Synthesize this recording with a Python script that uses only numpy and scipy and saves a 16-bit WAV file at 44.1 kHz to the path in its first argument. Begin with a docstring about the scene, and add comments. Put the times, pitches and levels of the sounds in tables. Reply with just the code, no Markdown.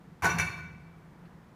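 """A leg press in a gym hall, in mono: low room rumble and the seat carriage on its rails are there from the start,
both made of coloured noise. The weight stack is then picked up with a clattering clank and knocks on: damped sines
ring the steel plates, noise and sines rattle the frame, and noise bursts crack. The housing booms in low modes,
a small steel part pings, and the hall answers with noise tails. Late on, the rolling swells and the carriage
bumps softly. The microphone path thins the deep bass and stops the extreme treble."""
import sys
import numpy as np
from scipy import signal
from scipy.fft import rfft, irfft, next_fast_len
from scipy.io import wavfile
from scipy.ndimage import uniform_filter1d

SR = 44100
rng = np.random.default_rng(int(sys.argv[2]) if len(sys.argv) > 2 else 0)


def int16_out(signal):
    """Quantize to a 16-bit WAV file."""
    q = np.round(np.clip(np.atleast_2d(signal).T, -1, 1) * 32767)
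    wavfile.write(sys.argv[1], SR, q.astype(np.int16))


N = 68355


def amp(db):
    """Decibels to gain."""
    return 10 ** (np.asarray(db) / 20)


def unit(x):
    """Scale to rms 1."""
    return x / np.sqrt(np.mean(x ** 2) + 1e-20)


def along(points, hz):
    """Read (f/Hz, value) points at hz, on a log frequency axis."""
    f, value = np.transpose(points)
    return np.interp(np.log(hz + 1), np.log(f + 1), value)


def clock():
    """Time of every sample, in seconds."""
    return np.arange(N) / SR


def delayed(x, s):
    """x starting at time s."""
    return np.pad(x, (max(round(s * SR), 0), 0))[:N]


def filtered(x, response):
    """x with its spectrum multiplied by a response of frequency."""
    size = next_fast_len(N + SR // 2)
    spectrum = rfft(x, size) * response(np.fft.rfftfreq(size, 1 / SR))
    return irfft(spectrum, size)[:N]


def noise(spectrum):
    """Coloured noise of rms 1."""
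    white = rng.standard_normal(N)
    return unit(filtered(white, lambda hz: amp(along(spectrum, hz))))


def fade(t, t60):
    """Exponential decay, 60 dB in t60 seconds."""
    return np.exp(-np.log(1000) * t / np.maximum(t60, 1e-3))


def onset(rise_s):
    """Smooth exponential rise from silence with time constant rise_s."""
    return 1 - np.exp(-clock() / rise_s)


def dying(x, t60s):
    """Let each frequency of x die at its own speed."""
    hz, t, bins = signal.stft(x, SR, nperseg=256)
    bins = bins * fade(t, along(t60s, hz)[:, None])
    return signal.istft(bins, SR, nperseg=256)[1][:N]


def mode(hz, t60, blur_hz):
    """One damped sine whose phase wanders smoothly, widening its line to blur_hz."""
    t = clock()
    steps = uniform_filter1d(np.cumsum(rng.standard_normal(N)), size=24)
    wander = steps * np.sqrt(2 * np.pi * abs(blur_hz) / SR)
    return np.sin(2 * np.pi * (hz * t + rng.random()) + wander) * fade(t, t60)


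def modes(table, blur_hz):
    """Sum of the damped sines in a table of (f/Hz, level/dB, t60/s)."""
    return sum(amp(db) * mode(hz, t60, blur_hz) for hz, db, t60 in table)


# Colour of the room rumble: (f/Hz, relative level/dB)
ROOM_COLOUR = [(15, -38), (25, -79), (52, -0.5), (93, -3), (160, 0.5), (267, -14), (648, -19.5), (919, -18),
               (1620, -25.5), (1800, -21.5), (2840, -32), (14300, -49.5), (15500, -44)]
ROOM_DB = -57
DRONE_HZ, DRONE_WIDTH_HZ, DRONE_DB = 167.7, 23, -55


def room():
    """Steady broadband rumble, plus noise through one narrow low resonance, which wavers."""
    def resonance(f):
        damping = 1j * f * DRONE_WIDTH_HZ
        return damping / (DRONE_HZ ** 2 - f ** 2 + damping)

    rumble = amp(ROOM_DB) * noise(ROOM_COLOUR)
    drone = unit(filtered(rng.standard_normal(N), resonance))
    return rumble + amp(DRONE_DB) * drone


# Loudness of the carriage rolling: (t/s, level/dB)
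ROLL_LEVEL = [(0, -61), (.7, -62.5), (1.0, -58), (1.28, -57.5), (1.55, -60.5)]
# Colour of rollers on the rails: (f/Hz, relative level/dB)
RAIL_COLOUR = [(40, 15), (120, -11.5), (330, 7), (550, -2), (900, 0.5), (1700, -6), (3000, -28),
               (6000, -38), (15000, -32)]
# Soft bumps of the carriage: (t/s, level/dB)
BUMPS = [(1.25, -60.5)]
# Colour of a bump: (f/Hz, relative level/dB)
BUMP_COLOUR = [(200, -8), (2300, 11), (4200, 1), (8000, -23), (15000, -33)]
BUMP_RISE_S, BUMP_T60_S = .004, 0.11


def carriage():
    """Rollers rumble on the rails as noise of changing level, with a soft bump."""
    t = clock()
    out = amp(np.interp(t, *np.transpose(ROLL_LEVEL))) * noise(RAIL_COLOUR)
    envelope = onset(BUMP_RISE_S) * fade(t, BUMP_T60_S)
    for s, db in BUMPS:
        out += amp(db) * delayed(envelope * noise(BUMP_COLOUR), s)
    return out


# Reverberation time of the hall: (f/Hz, t60/s)
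HALL_T60 = [(100, 1.93), (500, 0.68), (2500, 0.91), (6000, 0.68), (10500, 0.49), (14500, 0.57)]


def in_hall(x, wet_db):
    """The direct sound plus a fresh reverberant tail of decaying noise."""
    tail = dying(rng.standard_normal(N), HALL_T60)
    tail = tail / np.linalg.norm(tail)
    return x + amp(wet_db) * signal.fftconvolve(x, tail)[:N]


# Plate modes, before each contact's own tilt and damping: (f/Hz, level/dB, free t60/s)
PLATE_MODES = [(1477.7, 1, 0.75), (1509, -9.5, 0.52), (1588, -8, 0.44), (1810, -12.5, 0.59),
               (2170, -2.5, 0.27), (2316, -6, 0.47), (2305, -1, 0.71), (2309, -7.5, 0.72), (2632, -8, 0.51),
               (2857, -13.5, 0.33), (3636, -14, 0.81), (4347, -9.5, 0.71), (5330, -14.5, 0.67),
               (5870, -1, 0.21), (6572, -11, .6), (6670, -8.5, 0.35), (7310, -9.5, 0.26), (9500, -14, 0.3),
               (10720, -14, 0.44)]
# Pitches at which each contact sets its ring level: low, middle, high (f/Hz)
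RING_BANDS_HZ = [1470, 2320, 5880]
PLATE_DETUNE = .007  # spread of the neighbour's pitch, as a share
PLATE_SCATTER_DB, NEIGHBOUR_DB, PLATE_BLUR_HZ = .5, -5, 8
CLANG_T60_S, CLANG_BLUR_HZ = 0.067, 109  # a harsher ring while the plates still chatter
ROCK_PER_S, ROCK_DEPTH = 18.1, 0.35  # the struck plates rock, so their ring pulses
RING_ATTACK_S = 0.00064


def plates(band_db, clang_db, length):
    """A brief clang, then the struck plate and a slightly detuned neighbour ring and beat."""
    ring = np.zeros(N)
    rock = 1 - np.clip(ROCK_DEPTH, 0, 1) * np.cos(2 * np.pi * ROCK_PER_S * clock())
    for hz, db, t60 in PLATE_MODES:
        tilt_db = np.interp(np.log(hz), np.log(RING_BANDS_HZ), band_db)
        level_db = db + tilt_db + PLATE_SCATTER_DB * rng.standard_normal()
        struck = mode(hz, t60 * length, PLATE_BLUR_HZ)
        neighbour_hz = hz * (1 + PLATE_DETUNE * rng.standard_normal())
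        neighbour = mode(neighbour_hz, t60 * length, PLATE_BLUR_HZ)
        clang = mode(hz, CLANG_T60_S, CLANG_BLUR_HZ)
        pulsing = rock * (struck + amp(NEIGHBOUR_DB) * neighbour)
        ring += amp(level_db) * (pulsing + amp(clang_db) * clang)
    return ring * onset(RING_ATTACK_S)


# The frame's dense rattle: colour (f/Hz, relative level/dB), then decay (f/Hz, t60/s)
FRAME_COLOUR = [(200, -21.5), (330, -7), (430, 1), (540, -24.5), (700, -2), (1100, 4.5), (1320, -15),
                (1600, -2), (1900, -10.5), (2300, -12), (3000, -24.5), (4400, -23), (8000, -28),
                (15000, -27)]
FRAME_T60 = [(300, 0.24), (1000, 0.13), (2500, 0.32), (8000, 0.15)]
# The frame's clearest modes: (f/Hz, level/dB, t60/s)
FRAME_MODES = [(552.2, -22.5, 0.59), (687.8, -14.5, 0.38), (738, -18, 0.89), (949, -15.5, 0.67),
               (1044, -17, 0.76), (1124, -13.5, 0.36), (1174, -14.5, 0.46)]
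FRAME_BLUR_HZ = 6.3


def frame():
    """A short dense rattle of noise over a few ringing modes."""
    return dying(noise(FRAME_COLOUR), FRAME_T60) + modes(FRAME_MODES, FRAME_BLUR_HZ)


# The crack of steel on steel: colour (f/Hz, relative level/dB), then decay (f/Hz, t60/s)
CRACK_COLOUR = [(300, -18), (2000, 19.5), (3200, -1), (6000, -1.5), (8500, -3.5), (10500, -1), (14000, -8),
                (15500, -8)]
CRACK_T60 = [(1000, 0.18), (6000, 0.27), (15000, 0.17)]


def crack():
    """Steel on steel: a noise burst whose frequencies die at their own speeds."""
    return dying(noise(CRACK_COLOUR), CRACK_T60)


# Contacts in the stack, before the overall STACK_DB: (t/s, ring level/dB at low, middle and high pitch,
# clang over ring/dB, ring length as a share of the free t60, frame level/dB, crack level/dB)
CONTACTS = [(.2222, -49, -36, -40, -8.5, .8, -31, -37.5), (0.2344, -36, -38, -47.5, -11, 1, -23.5, -51),
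            (.2440, -30, -38, -38, 6, .6, -20.5, -36), (.2540, -25, -34, -31.5, 5, 0.4, -32, -42),
            (.2955, -38, -35.5, -44, 7, 1, -42, -69), (.3848, -43.5, -37, -35, 6.5, 0.75, -45.5, -27),
            (.3974, -32.5, -26.5, -39, 5.5, 0.76, -37, -50), (.4680, -45.5, -44.5, -74, -9, 0.55, -42, -80),
            (.5730, -36, -71, -81, -30, 0.37, -47, -90)]
STACK_DB = -4
RING_WET_DB, RATTLE_WET_DB, CRACK_WET_DB = -9, -4, -7.5  # hall tail over direct sound


def stack():
    """Every contact gives a ring of the plates, a rattle of the frame and a crack."""
    out = np.zeros(N)
    for s, low_db, mid_db, high_db, clang_db, length, frame_db, crack_db in CONTACTS:
        ring = in_hall(plates([low_db, mid_db, high_db], clang_db, length), RING_WET_DB)
        rattle = in_hall(amp(frame_db) * frame(), RATTLE_WET_DB)
        snap = in_hall(amp(crack_db) * crack(), CRACK_WET_DB)
        out += delayed(ring + rattle + snap, s)
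    return amp(STACK_DB) * out


# Shoves on the housing: (t/s, level/dB)
SHOVES = [(.2260, -32.5), (.2370, -33.5), (.3420, -36.5), (.3920, -41)]
# Housing modes: (f/Hz, level/dB, t60/s)
HOUSING_MODES = [(82.2, -15.5, 1.8), (93, -3, 0.31), (121.1, -7, 0.79), (156.2, -2, 1.32),
                 (173.1, -1, 0.29)]
# Colour of the dull push under the boom: (f/Hz, relative level/dB)
PUSH_COLOUR = [(25, -35), (45, -13), (70, -3), (120, -0.5), (180, -1), (300, -25.5), (700, -42),
               (3000, -90)]
PUSH_DB, PUSH_T60_S = 5, 0.088
HOUSING_BLUR_HZ, SHOVE_ATTACK_S, SHOVE_WET_DB = 4.8, 0.0031, -9


def housing():
    """Taking the load, the housing booms in low modes over a thump of dull noise."""
    out = np.zeros(N)
    for s, shove_db in SHOVES:
        boom = modes(HOUSING_MODES, HOUSING_BLUR_HZ)
        push = amp(PUSH_DB) * noise(PUSH_COLOUR) * fade(clock(), PUSH_T60_S)
        out += amp(shove_db) * delayed((boom + push) * onset(SHOVE_ATTACK_S), s)
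    return in_hall(out, SHOVE_WET_DB)


# Pings of a small part, such as the selector pin: (t/s, level/dB)
PINGS = [(0.3009, -37), (0.3972, -38)]
# Modes of that part: (f/Hz, level/dB, t60/s)
PIN_MODES = [(2680, -1.5, 0.3), (5880, 2, 0.17)]
PIN_BLUR_HZ, PIN_WET_DB = 3.2, -16.5


def pin():
    """A small steel part pings clear and high, in two damped modes with the plates' fast attack."""
    out = np.zeros(N)
    for s, db in PINGS:
        ping = modes(PIN_MODES, PIN_BLUR_HZ) * onset(RING_ATTACK_S)
        out += amp(db) * delayed(ping, s)
    return in_hall(out, PIN_WET_DB)


def scene():
    """The machine in its hall, in mono."""
    return (stack() + pin() + housing() + carriage() + room())[None]


LOW_CUT_HZ, TOP_HZ = 38, 15450  # each the point of half amplitude


def record(dry):
    """The camera's microphone path thins the deep bass and cuts steeply above its band limit."""
    def response(hz):
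        bass_cut = hz ** 2 / (hz ** 2 + LOW_CUT_HZ ** 2)
        return bass_cut / (1 + (hz / TOP_HZ) ** 200)

    return np.array([filtered(x, response) for x in dry])


dry = scene()
out = record(dry)
int16_out(out)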